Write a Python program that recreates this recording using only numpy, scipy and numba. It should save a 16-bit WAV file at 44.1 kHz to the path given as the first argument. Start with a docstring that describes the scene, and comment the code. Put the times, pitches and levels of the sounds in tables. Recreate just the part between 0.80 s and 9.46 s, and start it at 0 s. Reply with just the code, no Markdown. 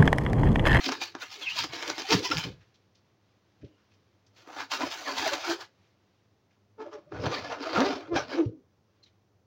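"""Quiet room, a phone microphone close by: hands rub and squeeze three latex balloons in turn.
Rubbing is a spray of random slips ringing through skin resonances; squeaks are gliding overtone stacks.
Skin snaps free as noise cracks that ring the skin modes; whole balloons knock as decaying low sines.
Faint stirs are band-passed noise bursts, and filtered noise makes the room hush and a wavering hum."""
import sys
import numpy as np
from scipy import signal
from scipy.fft import rfft, irfft, next_fast_len
from scipy.io import wavfile
from scipy.ndimage import uniform_filter1d
from numba import njit

SR = 44100
rng = np.random.default_rng(int(sys.argv[2]) if len(sys.argv) > 2 else 0)


def materialize(psi):
    """Save the field psi as 16-bit PCM at rate SR to the path in sys.argv[1].

    A 1-D psi becomes a single channel; in a 2-D psi each row is a channel.
    """
    bounded = np.clip(np.atleast_2d(psi).T, -1, 1)
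    quanta = np.round(bounded * 32767).astype(np.int16)
    wavfile.write(sys.argv[1], SR, quanta)


N = 381906

# All levels are as mixed close to the balloons, ahead of the microphone response; many are relative.
# Room hush spectrum: pitch_hz, relative level_db
HUSH_SPECTRUM = [(15, -62.5), (25, -21), (69, -19.5), (100, -2.5), (157, -16.5), (204, -8.5), (229, -17.5),
                 (334, -14.5), (966, -25), (1060, -24), (1480, -28), (4370, -33.5), (7000, -36.5),
                 (9000, -30), (15000, -31.5)]
# Level of the hush's treble over time: time_s, level_db
HUSH_TREBLE = [(1.8, 3.5), (3.5, -0.6), (4.9, -1.2), (6.0, -3), (8.6, -1.5)]
# Strokes of skin over rubber: peak_s, swell_s (per 20 dB), fade_s (per 20 dB), rustle level_db,
# creak_db (relative to the rustle), bright_db (relative to the rustle)
STROKES = [(0.058, 0.076, 0.05, -33.0, -17.5, 0), (0.092, 0.012, 0.008, -34.0, 4.5, 0),
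           (0.12, 0.02, 0.062, -36.5, 2.5, 0), (0.22, 0.023, 0.075, -35.5, -8.5, 1),
           (0.351, 0.008, 0.035, -66.5, 27.0, 0), (0.42, 0.037, 0.101, -43.0, -1.0, 1),
           (0.521, 0.042, 0.125, -44.5, -6.5, 2), (0.622, 0.03, 0.136, -43.5, -8.0, 0),
           (0.704, 0.047, 0.145, -42.5, -36.5, 0), (0.79, 0.041, 0.045, -28.0, -8.5, 1),
           (0.839, 0.014, 0.038, -35.5, -2.0, 0), (0.929, 0.015, 0.478, -43.5, -4.0, 0),
           (1.098, 0.181, 0.052, -38.0, 4.5, 0), (1.188, 0.057, 0.129, -42.0, 3.0, 3),
           (1.325, 0.05, 0.07, -30, 0, 6), (1.457, 0.053, 0.05, -37.0, -5.5, 5),
           (1.516, 0.01, 0.04, -32.0, 4, 1), (1.587, 0.074, 0.064, -37.0, -1.5, 3),
           (1.639, 0.02, 0.063, -41.0, 3.0, 1), (3.568, 0.024, 0.254, -62.0, -2.5, 0),
           (3.673, 0.01, 0.24, -60.0, 10.5, 0), (3.808, 0.101, 0.061, -44.0, 11, 0),
           (3.917, 0.015, 0.115, -35.5, 4.5, 0), (4.018, 0.05, 0.088, -39.0, 6.0, 0),
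           (4.127, 0.153, 0.353, -41.0, 0.5, 0), (4.297, 0.071, 0.109, -40.0, 5.5, 0),
           (4.383, 0.04, 0.079, -35.5, 1.5, 0), (4.472, 0.135, 0.061, -34.5, 3.5, 0),
           (4.535, 0.051, 0.056, -34.0, 4.5, 0), (4.718, 0.17, 0.05, -32.5, 4.0, -1),
           (4.814, 0.042, 0.045, -43.5, 4.0, -2), (6.004, 0.022, 0.156, -63.5, 19.0, -3),
           (6.132, 0.03, 0.074, -57.5, 15.5, -2), (6.323, 0.01, 0.6, -63.5, 20.5, 0),
           (6.464, 0.087, 0.061, -42.5, 10.0, 0), (6.535, 0.053, 0.13, -37, 8, 0),
           (6.646, 0.02, 0.121, -47.5, 10.0, -2), (6.721, 0.032, 0.08, -46.0, 14.5, -2),
           (6.83, 0.05, 0.06, -42.5, 4.0, -2), (6.865, 0.069, 0.056, -43.5, 11.5, -2),
           (6.975, 0.111, 0.11, -32.5, 8.5, -2), (7.069, 0.095, 0.084, -37.0, 4.0, -2),
           (7.109, 0.017, 0.15, -43.0, 11.0, -2), (7.368, 0.03, 0.075, -34.5, 10.0, -2),
           (7.535, 0.075, 0.066, -39.5, 4.5, -3), (7.589, 0.097, 0.062, -47.5, 11.5, -2),
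           (7.657, 0.015, 0.032, -56.5, -32.0, 0)]
# Palm squeezes that drum the skin: peak_s, swell_s (per 20 dB), fade_s (per 20 dB), level_db
SQUEEZES = [(0.095, 0.048, 0.064, -28.5), (0.229, 0.105, 0.107, -48.5), (0.355, 0.008, 0.021, -44.5),
            (0.453, 0.119, 0.036, -58.5), (0.607, 0.118, 0.088, -53.0), (0.855, 0.086, 0.03, -43.0),
            (0.938, 0.008, 0.167, -46.0), (1.103, 0.135, 0.027, -38.0), (1.191, 0.03, 0.051, -45.5),
            (1.314, 0.02, 0.121, -24.0), (1.511, 0.016, 0.121, -36.5), (1.657, 0.027, 0.072, -38.0),
            (2.84, 0.028, 0.088, -46.5), (3.801, 0.172, 0.076, -48.0), (4.037, 0.11, 0.072, -38.0),
            (4.214, 0.381, 0.055, -54.0), (4.298, 0.037, 0.076, -37.0), (4.483, 0.239, 0.029, -40.0),
            (4.528, 0.029, 0.056, -35.5), (4.702, 0.043, 0.074, -26.5), (6.0, 0.018, 0.115, -40.0),
            (6.152, 0.043, 0.053, -43.0), (6.323, 0.01, 0.16, -39.5), (6.453, 0.078, 0.093, -28.0),
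            (6.505, 0.021, 0.303, -38.5), (6.704, 0.022, 0.051, -37.0), (6.853, 0.142, 0.046, -36.5),
            (7.012, 0.127, 0.175, -25.0), (7.325, 0.031, 0.088, -24.0), (7.601, 0.087, 0.098, -23.0)]
# Slow shoves of a whole balloon: peak_s, swell_s (per 20 dB), fade_s (per 20 dB), level_db
SHOVES = [(0.097, 0.076, 0.257, -62.0), (0.821, 0.164, 0.273, -54.5), (1.112, 0.055, 0.046, -54.0),
          (1.348, 0.027, 0.05, -28.0), (1.586, 0.106, 0.062, -39.0), (1.662, 0.027, 0.1, -36.0),
          (2.847, 0.049, 0.033, -47.0), (4.043, 0.017, 0.065, -50.0), (4.398, 0.044, 0.058, -56.0),
          (6.33, 0.012, 0.15, -43.5), (6.475, 0.129, 0.063, -35.0), (6.6, 0.054, 0.171, -47.0),
          (6.963, 0.028, 0.133, -40.0), (7.12, 0.026, 0.074, -51.5), (7.368, 0.086, 0.129, -40.0),
          (7.575, 0.108, 0.189, -57.0), (7.665, 0.011, 0.045, -34.5)]
# Each balloon in turn: start_s, sheen_db (top treble of its rustle), creak_pitch (ratio; rounder is lower)
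BALLOONS = [(0, -3.5, 1.06), (2.5, -1, 0.95), (5.5, -11.5, 0.84)]
# Rustle resonances of the latex: pitch_hz, width_hz, relative level_db
LATEX_MODES = [(2226, 1100, 2.5), (3670, 1100, 4.5), (4650, 760, 2.5)]
# Wandering skin modes that creak: pitch_hz, width_hz, relative level_db
CREAK_MODES = [(775, 190, 0.5), (1087, 310, 1.5), (1550, 360, 0.5)]
# Low skin modes that drum: pitch_hz, width_hz (of one filter pass), relative level_db
DRUM_MODES = [(299, 100, 1.5), (417, 160, -0.5), (570, 130, -9)]
# Top resonances of the rustle: pitch_hz, width_hz, relative level_db
GLOSS_MODES = [(6790, 4700, 0), (13600, 9000, 4.5)]
# Gliding tones: stick-slip squeaks, and two very short low thuds (at 0.067 and 4.036 s):
# start_s, end_s, start_hz, end_hz, level_db (before wobble), tilt_db (per octave of overtone)
TONES = [(0.067, 0.07, 312, 259, -30, -22), (0.089, 0.103, 291, 300, -35.5, -20),
         (0.421, 0.429, 1524, 1395, -38, -1.5), (0.575, 0.611, 471, 370, -51, -26),
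         (0.616, 0.659, 3460, 3180, -35.5, -13), (0.645, 0.7, 2275, 2090, -41, -15),
         (0.657, 0.704, 2796, 2538, -27, -15), (0.7, 0.736, 2620, 2950, -32, -9),
         (0.768, 0.816, 1045, 848, -34, -18), (0.833, 0.867, 315, 300, -41, -18),
         (1.244, 1.264, 715, 790, -42, -13), (1.29, 1.349, 425.5, 460, -25, -7),
         (1.449, 1.471, 1049, 1017, -34, -4), (1.516, 1.525, 1246, 1420, -24, -10),
         (1.55, 1.598, 160, 153, -33, -16), (2.875, 2.93, 335, 320, -62, -25),
         (2.915, 2.975, 2950, 2880, -72, -20), (3.919, 3.967, 2780, 2790, -38, -15),
         (3.985, 4.026, 560, 526, -39.5, -2.5), (3.999, 4.061, 999, 945, -30.5, -11),
         (4.036, 4.04, 312, 250, -25.5, -18), (4.256, 4.286, 2100, 1600, -39, -15),
         (4.265, 4.334, 1067, 975, -34, -8), (4.382, 4.412, 1020, 960, -36, -10),
         (4.43, 4.469, 842, 798, -28, -5), (4.463, 4.48, 687, 638, -26.5, -16),
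         (4.477, 4.5, 2250, 1200, -34, -15), (4.519, 4.542, 580, 552, -32, -9),
         (4.637, 4.658, 1227, 1440, -33, -9), (4.675, 4.728, 365, 324, -28, -8),
         (4.7, 4.728, 1576, 1613, -31, -19), (5.982, 6.045, 433.4, 439, -38.5, -9),
         (6.042, 6.104, 580, 572, -44, -30), (6.119, 6.179, 428, 419, -39.5, -11),
         (6.125, 6.2, 590, 580, -45, -25), (6.262, 6.305, 590, 590, -56, -25),
         (6.446, 6.479, 238.8, 193, -31, -8.5), (6.502, 6.537, 416, 574, -33, -6),
         (6.52, 6.548, 1190, 1210, -32.5, -6), (6.552, 6.595, 1554, 2160, -39, -19),
         (6.7, 6.751, 478, 450, -37.5, -2.5), (6.822, 6.863, 478, 494, -37, -6),
         (6.852, 6.892, 641, 630, -33, -14), (6.942, 6.968, 381, 331, -26, -4),
         (6.951, 6.989, 1370, 1350, -26, -18), (6.975, 7.033, 169.6, 328.5, -21.5, -5.5),
         (7.038, 7.093, 329, 445, -25, -7), (7.099, 7.135, 752, 680, -31.5, -6.5),
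         (7.3, 7.357, 350, 337, -26, -11.5), (7.335, 7.352, 1150, 1400, -37, -8),
         (7.361, 7.384, 860, 800, -27, -2), (7.39, 7.44, 1450, 1550, -40, -15),
         (7.51, 7.555, 1650, 1580, -41, -15), (7.558, 7.656, 365, 278.6, -21.5, -18.5),
         (7.702, 7.781, 302, 324, -44.5, -26.5), (8.232, 8.243, 4220, 4180, -54, -20),
         (8.261, 8.268, 3900, 3750, -57, -20)]
# Skin snapping free: start_s, crack level_db, body_db (relative to the crack)
SNAPS = [(0.0897, -18, 3), (0.1207, -12.5, -6), (0.2166, -20.5, -5), (0.3512, -28, 6.5),
         (0.8378, -20.5, -30), (0.8416, -13.5, -10), (0.8471, -22, -9), (0.9337, -23, -2),
         (1.0267, -17.5, -16), (1.078, -15, -14), (1.1006, -12, -6), (1.1811, -19, -5), (1.1965, -19, -5),
         (1.2194, -20, -5), (1.492, -21, -21), (1.5024, -18.5, -12), (1.5825, -13.5, -15),
         (1.6399, -19, -33), (3.675, -46, 14), (6.322, -52, 24), (6.4398, -32, -1), (6.6457, -41, 14.5),
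         (6.9867, -21, -6.5), (7.0051, -13, -9), (7.3608, -20, 5.5), (7.3838, -28, 9)]
# Soft knocks of a whole balloon: start_s, level_db (before swell and fade), pitch_hz, t60_s
KNOCKS = [(1.333, -14.5, 301, 0.084), (1.648, -31.5, 182, 0.15), (2.832, -39, 131, 0.092),
          (7.661, -19, 112, 0.091)]
# Faint stirrings: start_s, level_db (before the band-pass), centre_hz
STIRS = [(1.805, -50, 1935), (1.94, -50, 3850), (2.1474, -54, 4250), (2.174, -59, 4260), (2.813, -56, 2000),
         (2.843, -53, 2800), (2.978, -58, 1300), (3.112, -58, 2600), (3.135, -57, 5200), (3.463, -51, 5440),
         (5.7059, -56, 2200), (8.232, -52, 4174), (8.2615, -53, 3200)]
# Microphone response: pitch_hz, level_db
MIC_RESPONSE = [(25, -16), (70, -1), (6000, 0), (7000, -6.5), (8000, -21), (10000, -23), (13500, -26),
                (15200, -13)]

HUSH_DB = -66.5  # rms before its treble breathes
HUM_HZ, HUM_WIDTH_HZ, HUM_DB = 100, 12., -74.5
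PATCH_HZ, PATCH_WIDTH, PATCH_TILT_DB = (750, 5200), .07, 0.9  # pitch range, share of pitch, dB per octave
TILT_HZ = 3000  # above this a stroke's rustle is called bright
SOFT_HZ = 1790  # the soft contact weakens overtones around and above this
CHOP_BELOW_HZ, PUFF_CYCLES = 700, .3  # a puff fades by 1 / e in this share of a cycle
LOCK_BELOW_HZ = 520  # tones starting lower than this quieten the drumming
STIR_CYCLES, STIR_ATTACK_S = 450, .0025  # cycles of the centre pitch to fade by 60 dB; attack constant
TOP_HZ = 15830  # edge of the steep top cut


def undb(db):
    """Gain of a level in dB."""
    return np.exp(np.asarray(db) * np.log(10) / 20)


def level(x, db):
    """Scale to an rms level in dB."""
    return x * undb(db) / np.sqrt(np.mean(x ** 2))


@njit
def svf(x, hz, width):
    """State-variable band-pass whose centre may move every sample."""
    y, band, low = np.empty(len(x)), 0., 0.
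    for i in range(len(x)):
        g, k = np.tan(np.pi * hz[i] / SR), width / hz[i]
        v = (band + g * (x[i] - low)) / (1 + g * (g + k))
        band, low, y[i] = 2 * v - band, low + 2 * g * v, k * v
    return y


def walk(rate, n=N):
    """Random levels held 1 / rate s and slewed; spread near 1."""
    hold = int(SR / rate)
    steps = np.repeat(rng.standard_normal(n // hold + 1), hold)
    return 1.27 * uniform_filter1d(steps, hold)[:n]


def colour(x, points):
    """Filter by (Hz, dB) points joined on a log pitch scale."""
    m = next_fast_len(len(x))
    hz, db = np.transpose(points)
    bins_hz = np.arange(m // 2 + 1) * SR / m
    gain = undb(np.interp(np.log(bins_hz + 1), np.log(hz), db))
    return irfft(rfft(x, m) * gain, m)[:len(x)]


def add(out, s, sound):
    """Mix a sound in at a time in seconds."""
    i = int(s * SR)
    out[i:i + len(sound)] += sound[:len(out) - i]


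def room():
    """Noise hush whose treble breathes a little, under a hum of narrow noise that wavers by itself."""
    hush = level(colour(rng.standard_normal(N), HUSH_SPECTRUM), HUSH_DB)
    treble = svf(hush, np.full(N, 3000.), 6000.)
    treble_db = np.interp(np.arange(N) / SR, *np.transpose(HUSH_TREBLE))
    treble_db = treble_db + 1.2 * walk(1.7) + 1.5 * walk(9)
    hush = hush + (undb(treble_db) - 1) * treble
    centre = np.full(N, 1. * HUM_HZ)
    hum = svf(rng.standard_normal(N), centre, HUM_WIDTH_HZ)
    hum = svf(hum, centre, 2 * HUM_WIDTH_HZ)
    return hush + level(hum, HUM_DB)


def strokes(rows):
    """Each stroke swells to its peak and fades at a steady dB rate; overlapping strokes add in power."""
    peak_s, swell_s, fade_s, db = np.transpose(rows)[:, :, None]
    t = np.arange(0, N, 32) / SR
    drop = np.where(t < peak_s, (peak_s - t) / swell_s, (t - peak_s) / fade_s)
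    power = undb(db - 20 * drop) ** 2
    return np.interp(np.arange(N) / SR, t, np.sqrt(power.sum(axis=0)))


def slips(per_s, scatter_db):
    """Tiny random slips, a few far stronger than the rest."""
    sizes = undb(scatter_db * rng.exponential(size=N)) * rng.standard_normal(N)
    return sizes * (rng.random(N) < per_s / SR) + 1e-12


def ring(x, modes, drift, order=1, pitch=1):
    """Modes that shift as fingers stretch the skin; neighbours swing in opposite sense."""
    out = 0
    for k, (hz, width, db) in enumerate(modes):
        centre = pitch * hz * np.exp(drift * walk(18))
        y = x
        for _ in range(order):
            y = svf(y, centre, 1. * width)
        out = out + (-1) ** k * undb(db) / np.sqrt(width) * y
    return out


def patches(x, count=9):
    """Small taut patches between the fingers sing briefly, each at a pitch that jumps as the grip shifts."""
    out = 0
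    for hz in np.geomspace(*PATCH_HZ, count):
        hop = np.cumsum(rng.random(N) < 35 / SR)  # about 35 grip shifts a second
        jump = .15 * rng.uniform(-1, 1, N // 100)[hop]
        centre = hz * np.exp(jump + 0.0099 * walk(40))
        drive = x * undb(4 * np.clip(rng.standard_normal(N // 100), -2, 1.3))[hop]
        sung = svf(drive, centre, PATCH_WIDTH * hz)
        sung = svf(sung, centre, 2 * PATCH_WIDTH * hz)
        out = out + level(sung, PATCH_TILT_DB * np.log2(hz / PATCH_HZ[0]))
    return out


def locked(duck_db):
    """During each low squeak or short low thud, the skin's random drumming subsides."""
    gain = np.ones(N)
    for start_s, end_s, start_hz, *_ in TONES:
        if start_hz < LOCK_BELOW_HZ:
            gain[int(start_s * SR):int(end_s * SR)] = undb(duck_db)
    return uniform_filter1d(gain, int(0.011 * SR))


def rub(chop):
    """Sprays of slips, coming in shared flurries, sound in every part of the skin."""
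    slide = strokes([row[:-2] for row in STROKES])
    bright = strokes([(s, swell, fade, db + bright_db)
                      for s, swell, fade, db, _, bright_db in STROKES])
    stretch = strokes([(s, swell, fade, db + creak_db)
                       for s, swell, fade, db, creak_db, _ in STROKES])
    press, shove = strokes(SQUEEZES), strokes(SHOVES)

    flurry = undb(0.9 * walk(45) + 1.5 * walk(150))
    fine = flurry * slips(9000, scatter_db=1.62)
    coarse = flurry * slips(3000, scatter_db=1.37)
    # lone sharper slips that come in clusters
    crackle = slips(500, scatter_db=2.0) * undb(2.5 * walk(25))
    fine = level(fine, 0) + level(crackle, -8)
    coarse = level(coarse, 0) + level(crackle, -8.5)

    starts, sheen_db, pitch = np.transpose(BALLOONS)
    held = np.searchsorted(starts, np.arange(N) / SR, side="right") - 1  # the balloon in hand
    sheen = level(ring(slips(12160, scatter_db=1.8) * flurry, GLOSS_MODES, 0.016), 4)
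    sheen = undb(sheen_db[held]) * sheen
    rustle = level(ring(fine, LATEX_MODES, 0.07) * undb(0.7 * walk(30)), 1.5)
    rustle = rustle + level(patches(fine), -3)
    creak = ring(coarse, CREAK_MODES, 0.081, pitch=pitch[held])
    creak = level(creak * undb(0.8 * walk(30)), -1.8)
    drum = ring(coarse, DRUM_MODES, 0.08, order=3)
    drum = level(drum * undb(0.8 * walk(25)), 0.5) * locked(-7.5)
    thud = ring(coarse, [(108, 135, 0)], 0.12, order=3)  # one broad low mode
    thud = level(thud * undb(0.8 * walk(13)), 1.5)

    dull = signal.lfilter(*signal.butter(2, TILT_HZ, fs=SR), rustle)
    rubbing = chop * (slide * dull + bright * (rustle - dull + sheen))
    return rubbing + stretch * creak + press * drum + shove * thud


def gliding_tones():
    """Gliding, unsteady overtones: stick-slip squeaks and two brief thuds; low ones chop the rustle in puffs."""
    out, chop = np.zeros(N), np.ones(N)
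    for start_s, end_s, start_hz, end_hz, db, tilt_db in TONES:
        n = int((end_s - start_s + .012) * SR)  # 6 ms of fade beyond each end
        glide_hz = np.linspace(start_hz, end_hz, n) * (1 + .03 * walk(start_hz / 6, n))
        cycles = np.cumsum(glide_hz) / SR
        wobble_db = 3.0 * np.clip(walk(start_hz / 8, n), -3, 1)
        grip = undb(db + wobble_db) * np.hanning(n) ** 0.64
        lag = rng.random(9)  # each overtone flickers and lags on its own
        tone = 0
        for k in range(1, 9):
            if k * start_hz >= 7000:
                break
            flicker_db = 3.0 * (k > 1) * np.clip(walk(70, n), -3, 1)
            gain = undb(min(tilt_db, 0) * np.log2(k) + flicker_db)
            softness = 1 + ((k - 1) * start_hz / SOFT_HZ) ** 2
            tone = tone + gain / softness * np.cos(2 * np.pi * (k * cycles + .15 * lag[k]))
        add(out, start_s - .006, -grip * tone)
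        if start_hz < CHOP_BELOW_HZ:
            puffs = level(np.exp(-(cycles % 1) / PUFF_CYCLES), 0)  # one per cycle
            add(chop, start_s - .006, np.hanning(n) ** .5 * (puffs - 1))
    return out, np.abs(chop)


def snaps():
    """A sharp release: a noise crack under a millisecond with a weak tail, then creak and drum modes ring."""
    crack, body = np.zeros(N), np.zeros(N)
    t = np.arange(int(.02 * SR)) / SR
    for s, db, body_db in SNAPS:
        burst = rng.standard_normal(len(t)) * (np.exp(-t / 0.0006) + .25 * np.exp(-t / 0.0059))
        add(crack, s, undb(db) * burst)
        add(body, s, undb(db + body_db) * np.exp(-t / 0.00016))
    crack = undb(-1.5) * svf(crack, np.full(N, 2600.), 5500.)
    return crack + undb(32) * ring(body, DRUM_MODES + CREAK_MODES, 0.035)


def knocks():
    """A whole balloon rings as one low sine that swells over a few milliseconds and dies away."""
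    out, t = np.zeros(N), np.arange(int(.3 * SR)) / SR
    for s, db, hz, t60_s in KNOCKS:
        envelope = undb(db - 60 * t / t60_s) * (1 - np.exp(-t / .003))
        add(out, s, envelope * np.sin(2 * np.pi * hz * t))
    return out


def stirs():
    """Faint crackling bursts: flickering noise through a band-pass, fading faster at higher pitch."""
    out, t = np.zeros(N), np.arange(int(.3 * SR)) / SR
    for s, db, hz in STIRS:
        fade_db = 60 * t * hz / STIR_CYCLES
        envelope = undb(db - fade_db + 2.3 * walk(297, len(t))) * (1 - np.exp(-t / STIR_ATTACK_S))
        burst = envelope * rng.standard_normal(len(t))
        add(out, s, svf(burst, np.full(len(t), 1. * hz), 0.55 * hz))
    return out


def scene():
    """All sources; nearby surfaces add a short faint tail to the balloons."""
    tones, chop = gliding_tones()
    near = rub(chop) + tones + snaps() + knocks() + stirs()
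    t = np.arange(int(.12 * SR)) / SR
    tail = rng.standard_normal(len(t)) * undb(-36 - 60 * t / 0.16)
    return (near + signal.fftconvolve(near, tail)[:N] + room())[None]


def record(dry):
    """The phone microphone loses deep bass and treble, partly recovers near 15 kHz, then cuts steeply."""
    heard = colour(dry[0], MIC_RESPONSE)[None]
    top_cut = signal.ellip(10, .2, 80, TOP_HZ, fs=SR, output="sos")
    return signal.sosfilt(top_cut, heard)


dry = scene()
out = record(dry)
materialize(out)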